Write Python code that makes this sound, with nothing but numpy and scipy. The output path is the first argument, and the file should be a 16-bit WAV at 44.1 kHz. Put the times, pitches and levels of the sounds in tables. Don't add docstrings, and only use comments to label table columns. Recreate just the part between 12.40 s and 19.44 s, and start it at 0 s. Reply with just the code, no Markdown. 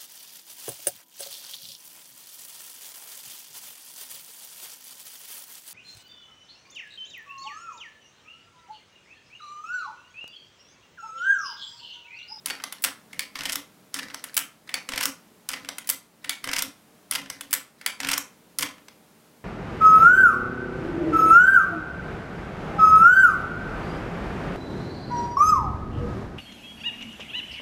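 import sys
import numpy as np
from scipy import signal
from scipy.fft import rfft, irfft
from scipy.io import wavfile
from scipy.ndimage import uniform_filter1d

SR = 44100
rng = np.random.default_rng(int(sys.argv[2]) if len(sys.argv) > 2 else 0)


def to_wav(s):
    ch = np.atleast_2d(s).T
    pcm = np.round(np.clip(ch, -1, 1) * 32767)
    wavfile.write(sys.argv[1], SR, pcm.astype(np.int16))


N = 310508

# (frequency [Hz], relative density [dB per Hz])
AIR = [(15, -38), (30, -31), (60, -19.5), (120, -10.5), (180, -4), (250, -7), (310, -13.5), (380, -9),
       (600, -13.5), (780, -13.5), (1850, -20), (6000, -25.5), (12200, -26), (15500, -29)]
AIR_DB = -57.16
# (frequency [Hz], level [dB])
HUM = [(177.6, -74), (226.1, -68.5), (303, -69.5), (452.2, -76), (608.3, -73)]
# (frequency [Hz], time to fall 60 dB [s])
ROOM_T60 = [(250, 0.1), (700, 0.33), (1800, 0.28), (4600, 0.2751), (9000, 0.25), (15000, 0.18)]
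# (frequency [Hz], level [dB])
ROOM_DB = [(200, 10.5), (600, 0.5), (1800, -2.5), (4000, -6), (9000, -8.5), (15000, -9)]
EDGE_HZ = 16000

# (frequency [Hz], level [dB])
SCRAPE = [(100, -35), (280, -5.5), (420, -18), (700, -15), (1100, -2.5), (2000, 4.5), (3100, -22),
          (3900, -4), (5200, -7), (7000, -16), (11000, -21), (16000, -34)]
# (frequency [Hz], level [dB])
THRUM_RING = [(40, -26), (65, -11), (130, -9.5), (225, -3.5), (260, -0.5), (305, 2.5), (380, -17),
              (510, -2.5), (800, -28.5), (3000, -43)]
# (end [s], friction [dB], thrum [dB], easing of the hand by the end [dB])
OPENINGS = [(0.44, -49, -65, -8), (1.965, -44, -55.5, -12), (3.49, -54, -57.5, -5.5),
            (5.13, -52.5, -54.5, -6.5), (6.48, -57, -52, -26)]
PULL_START_DB, SETTLE_S, SETTLED_DB = -1, .11, -3.5
# (first knock [s], halfway [s], last knock [s])
CLOSINGS = [(0.955, 1.054, 1.1315), (2.489, 2.5765, 2.637), (4.041, 4.132, 4.192), (5.602, 5.687, 5.739)]
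FORCE_DB, SPEED_DB, SWIFT_S = -22, 7.5, .06
# (first knock [dB], halfway [dB], latch [dB])
PUSH_FRICTION_DB, PUSH_THRUM_DB = (-26.5, -25, -24), (-31, -33, -34)
SLACK_FRICTION_DB, SLACK_LEAD_S = -58, .02
SLACK_THRUM_DB, END_THRUM_DB, END_THRUM_S = -61.5, -56, .078
GRIP_S, RELEASE_S, REST_DB = .016, .047, -96

# (frequency [Hz], width [Hz], level [dB], time to fall 60 dB [s])
FRAME_MODES = [(279, 65, -36.5, 0.18), (527, 40, -32.5, 0.095), (1010, 240, -25, 0.091),
               (1430, 300, -17.5, 0.068), (2058, 120, -17, 0.1), (3126, 43, -18, 0.058),
               (5340, 320, -29.5, 0.064)]
# (frequency [Hz], width [Hz], level [dB], time to fall 60 dB [s])
CARRIER_MODES = [(2270, 280, -20, 0.2), (4560, 300, -11, 0.057)]
KICK_DB = -15
# (frequency [Hz], width [Hz], level [dB], time to fall 60 dB [s])
DROPPED_MODES = [(2240, 200, -9, 0.043), (4550, 190, -21, 0.2)]

# (time [s], level [dB], brightness [dB per octave])
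UNLATCH = [(0.059, -22, 4), (1.542, -24.5, 2.5), (3.089, -23, -1.5), (4.711, -18.5, 2), (6.186, -19, 4.5)]
# (share of the way, level above the drop [dB], brightness [dB per octave])
UNLOCK_TRACK = [(.58, -6, 3.5), (.8, -11.5, 4.5)]
# (time [s], level [dB], brightness [dB per octave], freedom to ring [dB])
DROP = [(0.100, -27.5, 2, 9), (1.588, -30, 1, -16), (3.133, -29, 1.5, 0), (4.751, -23, 4, -5),
        (6.224, -22, 4.5, -2)]
# (delay [s], change of level [dB], change of brightness [dB per octave])
SECOND_EDGE = (.0048, 1, -2.8)
FLIGHT_S, FLIGHT_KEPT, LANDING_DB, BOUNCE_DB = .037, .75, -15.5, -5
# (time [s], level [dB], brightness [dB per octave])
MEET = [(0.2, -38, -3.5), (1.7, -40, -4), (3.247, -38.5, -1.5), (4.859, -42, -1), (6.381, -49.5, -1)]
# (time [s], level [dB], brightness [dB per octave])
COCK = [(0.238, -25.5, 0.96), (1.744, -28.5, -0.74), (3.288, -26, -0.14), (4.9, -27, 0.13),
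        (6.483, -41.5, -0.34)]
# (time [s], level [dB], brightness [dB per octave])
RIDE = [(0.324, -29.5, 0.45), (1.84, -28.5, 0.27), (3.383, -28.5, 0.57), (5.009, -29.5, -0.4)]
# (time [s], level [dB], brightness [dB per octave])
TICK = [(0.422, -29, 9.3), (1.943, -29.5, 5.6), (3.473, -31, 5.4), (5.109, -32.5, 4.3)]
# (delay [s], change of level [dB], change of brightness [dB per octave])
FLICK = (.0075, -6, -3)
# (time [s], level [dB], brightness [dB per octave])
STOP = [(0.439, -15.5, 0.02), (0.446, -18, -2.6), (1.967, -16.5, 0.6), (1.976, -11.5, 0.25),
        (3.4906, -19.5, -1), (3.4987, -11, 3.3), (5.129, -15, 1.1), (5.137, -12, 1.2)]
# (time [s], level [dB], brightness [dB per octave])
SLACK = [(0.730, -35.5, -0.5), (2.291, -31.5, -1.3), (3.844, -30, 0), (5.412, -37.5, -1.5)]
# (time [s], level [dB], brightness [dB per octave])
LIFT = [(0.793, -20.5, 2.5), (2.341, -19, 0.8), (3.894, -17.5, 4), (5.462, -15.5, 2.5)]
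# (delay [s], change of level [dB], change of brightness [dB per octave])
REBOUND = (.0125, -14, 1.5)
# (share of the travel, level above the stroke's force [dB], brightness [dB per octave])
CLOSING_TRACK = [(0, -4.5, 1.8), (.175, -7.5, 0.5), (.263, -4, -1), (.4, -8, 3), (.5, 0.5, 2),
                 (.525, -5, 3), (.735, -9, 4), (.765, 0, 4)]
# (share of the travel, level above the stroke's force [dB], brightness [dB per octave])
LOCK_TRACK = [(.935, -2, 5), (.972, -1.5, 6.5), (1, -2, 4.5)]
# (time [s], level [dB], brightness [dB per octave])
LATCH = [(1.156, -22, -0.2), (2.655, -17, -0.69), (4.222, -19.5, 0.81), (5.778, -19, -0.055)]

# (frequency [Hz], level [dB])
UNLATCH_RING = [(100, -66), (300, -31), (900, -13), (2100, -4), (3000, 3), (5500, 9), (7500, 3),
                (9700, 10.5), (11500, 2.5), (14000, 2), (16000, -2)]
# (frequency [Hz], level [dB])
DROP_RING = [(100, -28.5), (300, -19), (700, -14), (1100, -3), (2100, -2.5), (3200, 0.5), (4000, -9),
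             (4800, -3.5), (7000, -11), (11500, -14), (16000, -27)]
# (frequency [Hz], level [dB])
COCK_RING = [(100, -25), (300, -25.5), (1100, -1), (2200, -4.5), (4000, -5), (5200, -0.5), (6200, 1.5),
             (6900, -19), (7700, -2), (9600, -11.5), (10800, -5), (12000, -14.5), (13200, -15.5),
             (16000, -24)]
# (frequency [Hz], level [dB])
RIDE_RING = [(100, -53), (300, -29), (1100, -1.5), (2100, -1.5), (3100, 0.5), (5000, -7.5), (7500, -6),
             (9800, 0), (12200, -5.5), (13400, -7.5), (16000, -15.5)]
# (frequency [Hz], level [dB])
TICK_RING = [(100, -39), (300, -41), (2200, 4), (4000, -5), (5300, -4), (6200, -13), (7800, 0), (8900, -26),
             (10100, 5), (12800, -19), (14700, 0), (16000, 3.5)]
# (frequency [Hz], level [dB])
STOP_RING = [(100, -36), (300, -27), (700, -13), (1200, -3), (2100, 0), (3000, -1.5), (3800, -4), (5500, 0),
             (7300, -3), (8200, 2.5), (9200, -0.5), (12700, 0.5), (16000, -4)]
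# (frequency [Hz], level [dB])
LIFT_RING = [(100, -30.5), (300, -26), (800, -13.5), (1500, -7), (2150, 2), (2800, -7), (3500, -5.5),
             (4000, -12), (4550, -8.5), (6000, -15), (10500, -13), (13000, -23.5), (15300, -19)]
# (frequency [Hz], level [dB])
RATTLE_RING = [(100, -21.5), (280, -12.5), (400, -27), (700, -9.5), (1100, -3), (2100, 0), (3000, 0.5),
               (3900, -8.5), (5300, -4.5), (7000, -12.5), (8300, -10.5), (12000, -18.5), (14000, -20.5),
               (16000, -28)]
# (frequency [Hz], level [dB])
LATCH_RING = [(100, -29), (300, -36.5), (1100, -2.5), (2100, -9), (3600, -4), (4600, -10), (5300, 2.5),
              (6500, -5.5), (10000, -6), (14000, -4), (16000, -11)]


def amp(db):
    return 10 ** (np.asarray(db) / 20)


def unit(x):
    return x / np.sqrt(np.sum(x ** 2) + 1e-20)


def read(points, hz):
    f, value = np.transpose(points)
    return np.interp(np.log(hz + 1), np.log(f + 1), value)


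def air():
    t = np.arange(N) / SR
    spectrum = rfft(rng.standard_normal(N)) * amp(read(AIR, np.fft.rfftfreq(N, 1 / SR)))
    out = amp(AIR_DB) * np.sqrt(N) * unit(irfft(spectrum, N))
    for hz, db in HUM:
        drift = np.cumsum(rng.standard_normal(N)) * 0.0209
        out += amp(db) * np.sqrt(2) * np.sin(2 * np.pi * hz * t + drift)
    return out


def room(x, full_s=0.0026, build_s=0.0016, size=24000):
    t = np.arange(size) / SR
    taps = rng.standard_normal(size) * (rng.random(size) < .2)
    hz, when, bands = signal.stft(taps, SR, nperseg=256)
    t60 = read(ROOM_T60, hz)[:, None]
    decay = amp(read(ROOM_DB, hz)[:, None] - 60 * when / t60)
    even_energy = np.sqrt(np.log(1e6) / (t60 * SR))
    tail = signal.istft(bands * decay * even_energy, SR, nperseg=256)[1][:size] / taps.std()
    tail *= np.clip((t - full_s) / build_s + 1, 0, 1)
    return signal.oaconvolve(x, tail)[:N]


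def colour(points, tilt_db=0, size=2048):
    hz = abs(np.fft.fftfreq(size, 1 / SR))
    octaves = np.log2(np.clip(hz, 1500, 12000) / 4000)
    beyond_edge_db = 40 * np.clip(hz / EDGE_HZ - 1, 0, 1)
    log_gain = np.log(amp(read(points, hz) + tilt_db * octaves - beyond_edge_db))
    response = np.fft.ifft(np.exp(np.conj(signal.hilbert(log_gain)))).real
    return unit(response[:size // 2])


def scrape(strokes, ring, tilt_db, slips_per_s, spread_db, smooth, slip_s=0.0012):
    level = np.zeros(N)
    for stroke in strokes:
        s, db = np.transpose(stroke)
        level += np.interp(np.arange(N) / SR, s, amp(db), left=0, right=0)
    slip_power = amp(spread_db * np.minimum(rng.exponential(1, N), 3)) ** 2
    slips = (rng.random(N) < slips_per_s / SR) * slip_power
    power = signal.lfilter([1], [1, -np.exp(-1 / (slip_s * SR))], slips)
    grain = np.sqrt(power / power.mean() + smooth) * rng.standard_normal(N)
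    return signal.oaconvolve(grain * uniform_filter1d(level, size=200), colour(ring, tilt_db))[:N]


def pressed(times, levels_db):
    return [(times[0] - GRIP_S, REST_DB), *zip(times, levels_db), (times[-1] + RELEASE_S, REST_DB)]


def pulls():
    friction, thrum = [], []
    for (start, _, _), (drop, *_), (end, friction_db, thrum_db, ease_db) in zip(UNLATCH, DROP, OPENINGS):
        times = (start, drop, drop + SETTLE_S, end)
        effort_db = np.array([PULL_START_DB, 0, SETTLED_DB + ease_db / 2, SETTLED_DB + ease_db])
        friction.append(pressed(times, friction_db + effort_db))
        thrum.append(pressed(times, thrum_db + effort_db))
    return friction, thrum


def force(passage):
    _, halfway, last = passage
    return FORCE_DB + SPEED_DB * np.log2(SWIFT_S / (last - halfway))


def pushes():
    friction, thrum = [], []
    for (slack, _, _), (lift, _, _), passage, (latch, _, _) in zip(SLACK, LIFT, CLOSINGS, LATCH):
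        friction.append(pressed((slack - SLACK_LEAD_S, lift), (SLACK_FRICTION_DB, SLACK_FRICTION_DB)))
        thrum.append(pressed((slack, lift), (SLACK_THRUM_DB, SLACK_THRUM_DB)))
        times = (*passage[:2], latch)
        friction.append(pressed(times, np.add(force(passage), PUSH_FRICTION_DB)))
        thrum.append(pressed(times, np.add(force(passage), PUSH_THRUM_DB)))
    return friction, thrum


def jolts():
    ends = STOP[1::2] + LATCH
    return [[(s, REST_DB), (s + GRIP_S, END_THRUM_DB), (s + END_THRUM_S, REST_DB)] for s, _, _ in ends]


def sliding():
    (opening, pull_thrum), (closing, push_thrum) = pulls(), pushes()
    thrum = pull_thrum + push_thrum + jolts()
    out = scrape(opening, SCRAPE, tilt_db=2.5, slips_per_s=260, spread_db=11, smooth=0.15)
    out += scrape(closing, SCRAPE, tilt_db=2, slips_per_s=200, spread_db=7, smooth=0.29)
    out += scrape(thrum, THRUM_RING, tilt_db=0, slips_per_s=70, spread_db=3, smooth=.15, slip_s=.006)
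    return out


def ringing(rows, modes):
    fed, out, f = np.zeros(N), np.zeros(N), np.fft.rfftfreq(N, 1 / SR)
    for s, db, *_ in rows:
        fed[round(s * SR)] += amp(db) ** 2
    for hz, width, db, t60 in modes:
        energy = signal.lfilter([1], [1, -np.exp(-np.log(1e6) / (t60 * SR))], fed)
        lag = np.exp(-hz / (2 * SR))
        envelope = signal.lfilter([1 - lag], [1, -lag], np.sqrt(energy))
        cluster = irfft(rfft(rng.standard_normal(N)) * np.exp(-2 * ((f - hz) / width) ** 2), N)
        out += amp(db) * envelope * np.sqrt(N) * unit(cluster)
    return out


def add(mix, s, sound):
    part = mix[max(round(s * SR), 0):][:len(sound)]
    part += sound[:len(part)]


def flattened(x, size=64):
    z = rfft(x, 2 * len(x))
    broad = np.sqrt(uniform_filter1d(abs(z) ** 2, size) + 1e-12)
    return unit(irfft(z / broad)[:len(x)])


def blows(rows, ring, hold, decay, rise=.001, uneven_db=2.2, size=1400):
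    alike = .35
    t, direct, radiated = np.arange(size) / SR, np.zeros(N), np.zeros(N)
    swell = 1 - np.exp(-(t / rise) ** 2)
    shape = swell * (np.exp(-np.maximum(t - hold, 0) / decay) + .13 * np.exp(-t / .009))
    own = rng.standard_normal(size)
    ring_hz, ring_db = np.transpose(ring)
    for (s, db, bright_db), (fresh, spot) in zip(rows, rng.standard_normal((len(rows), 2, size))):
        burst = flattened(shape * (alike * own + np.sqrt(1 - alike ** 2) * fresh))
        spot_db = ring_db + uneven_db * spot[:len(ring)]
        body = colour(np.c_[ring_hz, spot_db], bright_db)
        even_db = np.minimum(spot_db, uniform_filter1d(spot_db, size=3) + 1)
        all_round = colour(np.c_[ring_hz, even_db], bright_db)
        strength = amp(db) * np.sqrt(.004 * SR)
        add(direct, s - rise / 2, strength * unit(signal.fftconvolve(burst, body)))
        add(radiated, s + hold / 2, strength * all_round)
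    return direct, radiated


def after(rows, delay, change_db, brighter_db):
    return [(s + delay, db + change_db, bright_db + brighter_db) for s, db, bright_db in rows]


def softer(rows, change_db):
    return [(s, db + change_db, bright_db) for s, db, bright_db in rows]


def chatter(rows, late, drop_db, spread_db):
    chance = rng.random((len(rows), 2, 2))
    return [(s + late * when, db - drop_db - spread_db * weak, bright_db)
            for (s, db, bright_db), grazes in zip(rows, chance)
            for when, weak in grazes]


def bounces(rows, count=3):
    flights = np.cumsum(FLIGHT_S * FLIGHT_KEPT ** np.arange(count))
    return [(s + flight, db + LANDING_DB + k * BOUNCE_DB, 0)
            for s, db, _ in rows
            for k, flight in enumerate(flights)]


def knocks(track, times, force_db):
    marks = np.linspace(0, 1, len(times))
    return [(np.interp(place, marks, times), force_db + db, bright_db) for place, db, bright_db in track]


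def closing_knocks(track):
    return [row for passage in CLOSINGS for row in knocks(track, passage, force(passage))]


def rattle():
    unlocking = [row for (unlatch, _, _), (drop, drop_db, *_) in zip(UNLATCH, DROP)
                 for row in knocks(UNLOCK_TRACK, (unlatch, drop), drop_db)]
    return unlocking + MEET + closing_knocks(CLOSING_TRACK)


def opening_contacts(drops):
    stop_grazes = chatter(STOP, late=.018, drop_db=12, spread_db=6)
    return [
        blows(UNLATCH, UNLATCH_RING, hold=.002, decay=.0018, rise=.0008),
        blows(drops, DROP_RING, hold=.0024, decay=.0028, rise=.0012),
        blows(COCK, COCK_RING, hold=.002, decay=.0015, rise=.0007),
        blows(RIDE, RIDE_RING, hold=.0018, decay=.0025),
        blows(TICK + after(TICK, *FLICK), TICK_RING, hold=.0014, decay=.0016, rise=.0006),
        blows(STOP, STOP_RING, hold=.003, decay=.0018, rise=.0012),
        blows(stop_grazes, STOP_RING, hold=.0015, decay=.0015, rise=.0007),
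    ]


def closing_contacts(slacks, lifts, locks):
    return [
        blows(slacks, LIFT_RING, hold=.004, decay=.002, rise=.002),
        blows(lifts, LIFT_RING, hold=.002, decay=.0012, rise=.0009),
        blows(locks, RATTLE_RING, hold=.0015, decay=.0008, rise=.0007, uneven_db=4),
        blows(LATCH, LATCH_RING, hold=.0026, decay=.0012),
    ]


def loose_contacts(rattles, landings):
    grazes = chatter(rattles + UNLATCH, late=.016, drop_db=9.5, spread_db=4.0)
    return [
        blows(rattles, RATTLE_RING, hold=.0026, decay=.0018, uneven_db=3.2),
        blows(grazes, RATTLE_RING, hold=.001, decay=.0013, rise=.0006, uneven_db=3),
        blows(landings, DROP_RING, hold=.002, decay=.0015, rise=.0008),
    ]


def scene():
    falls = [row[:3] for row in DROP]
    drops = falls + after(falls, *SECOND_EDGE)
    slacks, lifts = SLACK + after(SLACK, *REBOUND), LIFT + after(LIFT, *REBOUND)
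    rattles, locks = rattle(), closing_knocks(LOCK_TRACK)
    landings = bounces(falls) + bounces(softer(LIFT, change_db=-9.5), count=1)

    contacts = opening_contacts(drops) + closing_contacts(slacks, lifts, locks)
    contacts += loose_contacts(rattles, landings)
    direct, radiated = np.sum(contacts, axis=0)

    damped = softer(STOP + LATCH + lifts, change_db=-5.5)
    body = ringing(UNLATCH + drops + COCK + RIDE + slacks + rattles + locks + damped, FRAME_MODES)
    body += ringing([(s, KICK_DB) for s, _, _ in LIFT], CARRIER_MODES)
    body += ringing([(s, db + freedom_db) for s, db, _, freedom_db in DROP], DROPPED_MODES)
    body += sliding()

    echoes = room(0.6 * direct + 0.9 * radiated + body)
    return (direct + body + echoes + air())[None]


def record(dry, threshold_db=-15, recovery_db_per_s=8):
    power_db = 10 * np.log10(abs(uniform_filter1d(dry[0] ** 2, size=130)) + 1e-12)
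    over_db = np.maximum(power_db - threshold_db, 0)
    fall_db = np.arange(N) * recovery_db_per_s / SR
    held_db = np.maximum.accumulate(over_db + fall_db) - fall_db
    ducked = dry / amp(uniform_filter1d(held_db, size=60))
    low_pass = signal.firwin(301, EDGE_HZ, window=("kaiser", 8), fs=SR)
    return signal.oaconvolve(ducked, low_pass[None], "same")


dry = scene()
out = record(dry)
to_wav(out)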